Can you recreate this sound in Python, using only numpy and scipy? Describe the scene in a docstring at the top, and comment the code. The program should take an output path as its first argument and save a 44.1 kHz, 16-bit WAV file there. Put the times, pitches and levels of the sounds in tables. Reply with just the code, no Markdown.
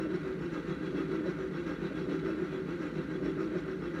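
"""A model train rolls steadily indoors, its small bumps making the hollow baseboard drum and boom.
The running gear repeats every 1.14 s: a fixed run of bumps and booms, and eight surges of contact force.
The surges drive board growl, wheel chatter and ringing, and rail hiss. Flanges scrape and car bodies
clunk now and then. A faint motor hum, a rumble and a steady hiss lie underneath."""
import sys
import numpy as np
from scipy import signal
from scipy.fft import rfft, irfft
from scipy.io import wavfile
from scipy.ndimage import uniform_filter1d

SR = 44100
rng = np.random.default_rng(int(sys.argv[2]) if len(sys.argv) > 2 else 0)


def generate_wav(signal):
    """Clip the signal to [-1, 1] and save it as 16-bit WAV at the path in sys.argv[1]."""
    frames = np.transpose(np.atleast_2d(signal))
    scaled = np.clip(frames, -1, 1) * 32767
    pcm = np.round(scaled).astype(np.int16)
    wavfile.write(sys.argv[1], SR, pcm)


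N = 176400
T = np.arange(N) / SR
CYCLE_S = 1.13871


def amp(db):
    """Decibels to gain."""
    return 10 ** (np.asarray(db) / 20)


def unit(x):
    """Scale to unit rms."""
    return x / np.sqrt(np.mean(x ** 2) + 1e-20)


def add(mix, start_s, sound):
    """Mix a sound in at start_s."""
    part = mix[max(round(start_s * SR), 0):][:len(sound)]
    part += sound[:len(part)]


def colour(x, points):
    """Filter by (freq_hz, gain_db) points on a log-frequency axis; unit rms."""
    hz, db = np.transpose(points)
    log_freq = np.log(np.fft.rfftfreq(N, 1 / SR) + 1)
    return unit(irfft(rfft(x) * amp(np.interp(log_freq, np.log(hz), db)), N))


def resonate(x, modes):
    """Bank of narrow resonances, alternating in sign; unit rms."""
    f = np.fft.rfftfreq(N, 1 / SR) + 1
    response = sum((-1) ** k * amp(db) / (1 + 1j * (f * f - hz * hz) / (f * width_hz))
                   for k, (hz, width_hz, db) in enumerate(modes))
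    return unit(irfft(rfft(x) * response, N))


def swell(dt, rise_s, fall_s):
    """Two-sided Gaussian, peak at dt = 0."""
    return np.exp(-.5 * (dt / np.where(dt < 0, rise_s, fall_s)) ** 2)


def cycle_offset_s(at_s):
    """Signed time from the nearest repeat of at_s."""
    return (T - at_s + CYCLE_S / 2) % CYCLE_S - CYCLE_S / 2


def flutter(depth_db, length_s):
    """Randomly wandering gain."""
    return amp(depth_db * unit(uniform_filter1d(rng.standard_normal(N), round(length_s * SR))))


def blow(modes, rise_s):
    """One soft blow on damped modes; unit peak."""
    t = T[:SR // 5]
    wave = sum(amp(db - 60 * t / t60_s) * np.sin(2 * np.pi * hz * t) for hz, db, t60_s in modes)
    wave *= 1 - np.exp(-(t / rise_s) ** 2)
    return wave / abs(wave).max()


def jangle(x, share=.5, t60_s=.06):
    """Many small metal parts ring briefly with the contact noise."""
    t = T[:SR // 8]
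    tail = rng.standard_normal(len(t)) * amp(-60 * t / t60_s)
    ringing = signal.fftconvolve(x, tail / np.linalg.norm(tail))[:N]
    return np.sqrt(1 - share) * x + np.sqrt(share) * ringing


def roughness(repeat):
    """Contact noise: the repeat share of its power recurs each cycle, the rest is new."""
    worn = np.resize(rng.standard_normal(round(CYCLE_S * SR)), N)
    return np.sqrt(repeat) * worn + np.sqrt(1 - repeat) * rng.standard_normal(N)


def contact_force(column, rest_db, lag_s):
    """Eight surges per cycle over a steady rest level."""
    # force surges: peak_s, growl_db, chatter_db, hiss_db
    surges = [(0.135, -10, -0.5, -1.5), (0.27, -1.5, -2, -3), (0.426, 4, -2.5, -2), (0.555, -1.5, -0.5, 0),
              (0.7, 4, -1, -0.5), (0.841, -11, -2.5, -1.5), (0.984, 4, -0.5, 0), (1.134, 4, -1, -1.5)]
    index = {"growl": 1, "chatter": 2, "hiss": 3}[column]
    power = amp(rest_db) ** 2
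    for row in surges:
        surge = swell(cycle_offset_s(row[0] + lag_s), rise_s=.021, fall_s=.04)
        power = power + amp(row[index]) ** 2 * surge
    return np.sqrt(power)


def background_hiss():
    """Faint steady hiss."""
    # hiss spectrum: freq_hz, gain_db
    spectrum = [(100, 12), (1000, 12), (2500, 11), (5000, 7), (7500, 1), (9500, 3), (10600, -3),
                (13000, -7), (15500, -15)]
    return amp(-72.5) * colour(rng.standard_normal(N), spectrum)


def motor_hum(pitch_hz=55.64, rms_db=-61):
    """The motor hums on one low sine."""
    return amp(rms_db) * np.sqrt(2) * np.sin(2 * np.pi * (pitch_hz * T + rng.random()))


def flange_scrapes():
    """Short bright bursts where a flange bites the rail."""
    # flange bites: peak_s, level_db
    bites = [(.54, -66), (.71, -75), (1.152, -71), (1.296, -67), (1.677, -66), (2.13, -70), (2.284, -73),
             (2.82, -66), (2.97, -72), (3.421, -68), (3.585, -68)]
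    # scrape spectrum: freq_hz, gain_db
    spectrum = [(2500, -20), (3800, 3), (4600, 3), (5900, 7), (7100, -8), (7700, -16), (9500, -18),
                (12000, -38)]
    envelope = sum(amp(db) * swell(T - peak_s, rise_s=.009, fall_s=.018) for peak_s, db in bites)
    return envelope * colour(rng.standard_normal(N), spectrum)


def rails():
    """Metal rubs on metal: gritty hiss, and a different few rail modes chink in each surge."""
    # rubbing spectrum: freq_hz, gain_db
    spectrum = [(1000, -14.5), (1900, 2.5), (2400, 2), (2900, -2), (3600, -3), (4400, -7), (5000, -13.5),
                (6000, -16), (7000, -19.5), (7550, -24.5), (8100, -24.5), (9500, -22.5), (10600, -32),
                (15500, -52.5)]
    # rail modes: pitch_hz, bandwidth_hz, gain_db
    modes = [(2417, 7.8, -3.5), (2703, 53, 3.5), (3160, 26, -14), (3363, 55, 2.5), (3740, 28, -5),
             (3963, 42, -1.5), (4270, 99, -9.5), (5460, 53, -6.5), (5880, 33, -8.5), (6300, 42, -16),
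             (7060, 58, -12.5)]
    rub = contact_force("hiss", rest_db=-3, lag_s=0.00086) * flutter(depth_db=2.27, length_s=0.0069)
    hiss = colour(jangle(rng.standard_normal(N) * rub), spectrum)
    force = contact_force("hiss", rest_db=-16, lag_s=-0.0032)
    chinks = 0
    for hz, width_hz, db in modes:
        drive = force * flutter(depth_db=3.2, length_s=.04) * rng.standard_normal(N)
        chinks = chinks + amp(db) * resonate(drive, [(hz, width_hz, 0)])
    return amp(-59) * hiss + amp(-63.5) * unit(chinks)


def rubbed_notes(trim_db=-1):
    """Now and then a wheel or rail is rubbed into one short, rasping note."""
    # wheel and rail notes: peak_s, pitch_hz, level_db
    notes = [(.015, 5538, -70), (.04, 1348, -50.5), (.429, 5415, -71), (.554, 1232, -54), (0.56, 1620, -51),
             (0.709, 1288, -54), (0.724, 3978, -68), (.728, 3353, -64), (.838, 3950, -69),
             (0.879, 3350, -62), (.973, 3330, -64), (.985, 2648, -63), (1.008, 1262, -51),
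             (1.122, 1232, -52), (1.126, 1342, -48.5), (1.138, 5400, -73), (1.32, 1366, -52),
             (1.555, 1225, -65), (1.566, 5450, -72), (1.577, 4000, -72), (1.683, 5440, -76),
             (1.701, 1620, -47.5), (1.751, 3396, -65), (1.861, 3972, -65), (1.866, 3400, -69),
             (2.015, 3270, -68), (2.135, 1362, -56), (2.145, 3380, -63), (2.266, 1343, -51),
             (2.27, 1258, -49.5), (2.284, 5437, -68), (2.306, 1442, -49), (2.305, 2617, -58.5),
             (2.469, 1345, -53), (2.515, 2468, -61), (2.839, 1642, -51.5), (2.998, 3983, -71),
             (3.165, 3383, -66), (3.285, 3440, -71), (3.397, 1345, -53), (3.401, 2550, -63),
             (3.406, 1252, -49), (3.418, 5460, -69), (3.587, 5426, -78), (3.837, 1222, -58),
             (3.841, 5330, -70), (3.975, 1627, -52)]
    out = np.zeros(N + SR)  # 1 s lead-in
    dt = T[:SR // 4] - .1
    envelope = swell(dt, rise_s=.02, fall_s=.027)
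    for peak_s, hz, db in notes:
        tone = np.sqrt(2) * np.sin(2 * np.pi * (hz * dt + rng.random()))
        add(out, 1 + peak_s + dt[0], amp(db + trim_db) * envelope * tone)
    return out[SR:] * unit(flutter(depth_db=3, length_s=0.0033))


def wheels():
    """Wheels chatter and ring with each surge."""
    # chatter spectrum: freq_hz, gain_db
    spectrum = [(450, -4), (700, -8.5), (830, -8.5), (1000, -6), (1120, -3.5), (1250, -7.5), (1500, -0.5),
                (1750, -4.5), (2100, -8), (2600, -20.5), (5000, -54)]
    # wheel modes: pitch_hz, bandwidth_hz, gain_db
    modes = [(640, 30, -7), (830, 60, -8), (975, 25, -9), (1058, 14, -7), (1235, 45, 0), (1346, 9, 5),
             (1457, 18, 2), (1635, 24, -5), (1833, 12, -11), (2048, 14, -9)]
    drive = roughness(repeat=0.51) * contact_force("chatter", rest_db=-7, lag_s=-0.0028)
    chatter = colour(jangle(drive), spectrum)
    ringing = resonate(roughness(repeat=0.96), modes)
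    ringing *= contact_force("chatter", rest_db=-9, lag_s=0.0014)
    return amp(-50) * chatter + amp(-53.5) * unit(ringing)


def car_clunks():
    """Occasional hollow knocks of a car body."""
    # car body modes: pitch_hz, gain_db, t60_s
    modes = [(470.5, -1.5, 0.12), (538, -1, 0.16), (574.6, -0.5, 0.084), (625, -3.5, .12),
             (848, -17.5, 0.082)]
    # clunks: start_s, peak_db
    clunks = [(0.04, -39.5), (1.246, -34), (1.895, -40.5), (2.275, -38), (3.24, -39), (3.534, -39.5)]
    out, knock = np.zeros(N), blow(modes, rise_s=0.014)
    for start_s, db in clunks:
        add(out, start_s, amp(db) * knock)
    return out


def board_noise():
    """Fine roughness makes the baseboard growl and sound hollow, over a steady rumble."""
    # board spectra: freq_hz, gain_db
    growl_spectrum = [(100, -42.5), (128, -14.5), (148, 0.5), (170, -0.5), (192, -1.5), (208, -5),
                      (245, -4), (290, -3.5), (385, -4.5), (410, -7.5), (450, -11), (560, -28), (1100, -70)]
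    hollow_spectrum = [(350, -16.5), (425, 1.5), (480, -1.5), (505, 6.5), (545, -6.5), (585, -11),
                       (630, -6), (710, -23.5), (1100, -68)]
    rumble_spectrum = [(15, -55), (26, -29), (38, -8), (47, -5), (64, 2), (75, 0), (88, -4.5), (104, -4),
                       (125, -17), (200, -22), (500, -52.5)]
    growl_drive = roughness(repeat=0.81) * contact_force("growl", rest_db=3, lag_s=0.0013)
    hollow_drive = roughness(repeat=0.82) * contact_force("chatter", rest_db=-1.5, lag_s=-0.0013)
    growl = amp(-42) * colour(growl_drive, growl_spectrum)
    hollow = amp(-51) * colour(hollow_drive, hollow_spectrum)
    rumble = amp(-57) * colour(roughness(repeat=0.2), rumble_spectrum)
    return growl + hollow + rumble


def board_booms(trim_db=-0.64, skew=0.96):
    """Passing wheels swell the baseboard into short notes; pitch depends on where they load it."""
    # booms per cycle: peak_s, pitch_hz, level_db, width_s
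    booms = [(.05, 343, -41, 0.041), (.085, 308, -40.5, 0.031), (.13, 184.4, -43.5, 0.029),
             (.15, 335, -37.5, 0.023), (.15, 367.7, -35.5, 0.024), (.195, 163, -42.5, 0.041),
             (.215, 303, -41, 0.022), (.295, 379, -38.5, 0.057), (.32, 312, -42.5, 0.029),
             (.365, 181, -40, 0.025), (.43, 306, -42, 0.02), (.445, 156.5, -45.5, .04),
             (.46, 347.2, -40.5, 0.051), (.535, 373, -50.5, 0.043), (.545, 322, -42.5, 0.059),
             (.555, 167, -40, 0.04), (.57, 515, -44.5, 0.021), (.585, 295, -42, 0.022),
             (.7, 382, -39.5, 0.018), (.71, 190, -41, 0.042), (.71, 337, -39.5, 0.029),
             (.72, 157, -45.5, 0.035), (.785, 281, -41.5, 0.015), (.83, 507.6, -49, 0.047),
             (.845, 312, -40.5, 0.044), (.86, 172, -45.5, 0.022), (.895, 349, -49, 0.047),
             (.955, 376, -39.5, 0.028), (.975, 172, -41.5, 0.038), (.995, 285, -38.5, 0.069),
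             (1.0, 325, -35.5, 0.024), (1.03, 380.5, -37, 0.016), (1.13, 379.2, -32.5, 0.039),
             (1.065, 158.4, -42, 0.024), (1.13, 163.3, -42, 0.028), (1.145, 324.3, -36, 0.052)]
    out = np.zeros(N)
    for peak_s, hz, db, width_s in booms:
        dt = cycle_offset_s(peak_s)
        envelope = swell(dt, rise_s=width_s * skew, fall_s=width_s / skew)
        out += amp(db + trim_db) * envelope * np.sqrt(2) * np.sin(2 * np.pi * hz * dt)
    return out


def board_bumps(trim_db=-5.5, spread_db=1.05):
    """The same bumps strike the baseboard each cycle, never quite equally hard."""
    # baseboard modes: pitch_hz, gain_db, t60_s
    modes = [(156, -16.5, 0.2), (164.3, -13.5, 0.2), (310.8, -1.5, .12), (340.3, -2.5, 0.14),
             (377.9, -3, 0.2), (423, -3.5, 0.028), (489, -3.5, 0.016), (595, -7.5, 0.033)]
    # bumps per cycle: start_s, level_db
    bumps = [(0.0023, -26), (0.037, -38.5), (0.066, -22.5), (0.0996, -24), (0.1103, -37.5), (0.1268, -28.5),
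             (0.1387, -37), (0.146, -28.5), (0.247, -26), (0.2675, -24), (0.2901, -42.5), (0.3187, -34.5),
             (0.407, -27.5), (0.4389, -31.5), (0.5262, -26), (0.5519, -28), (0.5755, -30), (0.6457, -30),
             (0.678, -42), (0.6836, -32), (0.8068, -29), (0.8299, -28), (0.8425, -35), (0.8751, -23.5),
             (0.924, -23), (0.937, -36.5), (0.9439, -26), (0.9716, -32), (0.9776, -26), (0.996, -28),
             (0.9997, -33), (1.0111, -39), (1.0185, -43), (1.0942, -21), (1.0995, -37.5), (1.1316, -23)]
    out = np.zeros(N + SR)  # 1 s lead-in
    knock = blow(modes, rise_s=0.0035)
    for cycle_start_s in np.arange(-CYCLE_S, T[-1], CYCLE_S):
        for start_s, db in bumps:
            peak_db = db + trim_db + spread_db * rng.standard_normal()
            add(out, 1 + cycle_start_s + start_s, amp(peak_db) * knock)
    return out[SR:]


def scene():
    """The train over a faint hiss, mono."""
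    # slow drift of wheel and rail noise as the cars go by: time_s, gain_db
    drift = [(0, 0.5), (.4, -0.4), (1.0, 0.7), (1.3, 0.6), (1.5, 0.5), (1.7, 0.7), (2.3, 0.55), (2.65, 0),
             (3.1, -0.7), (3.42, 0.1), (3.75, -0.5), (4, 0)]
    drift_gain = amp(np.interp(T, *np.transpose(drift)))
    lows = board_bumps() + board_noise() + motor_hum() + board_booms() + car_clunks()
    metal = drift_gain * (wheels() + rails()) + rubbed_notes() + flange_scrapes()
    return (lows + metal + background_hiss())[None]


def record(dry, low_cut_hz=33, high_cut_hz=15750):
    """Bass roll-off and treble band limit."""
    highpass = signal.butter(4, low_cut_hz, "highpass", fs=SR, output="sos")
    lowpass = signal.firwin(511, high_cut_hz, window=("kaiser", 9), fs=SR)
    return signal.oaconvolve(signal.sosfilt(highpass, dry), lowpass[None], "same")


dry = scene()
out = record(dry)
generate_wav(out)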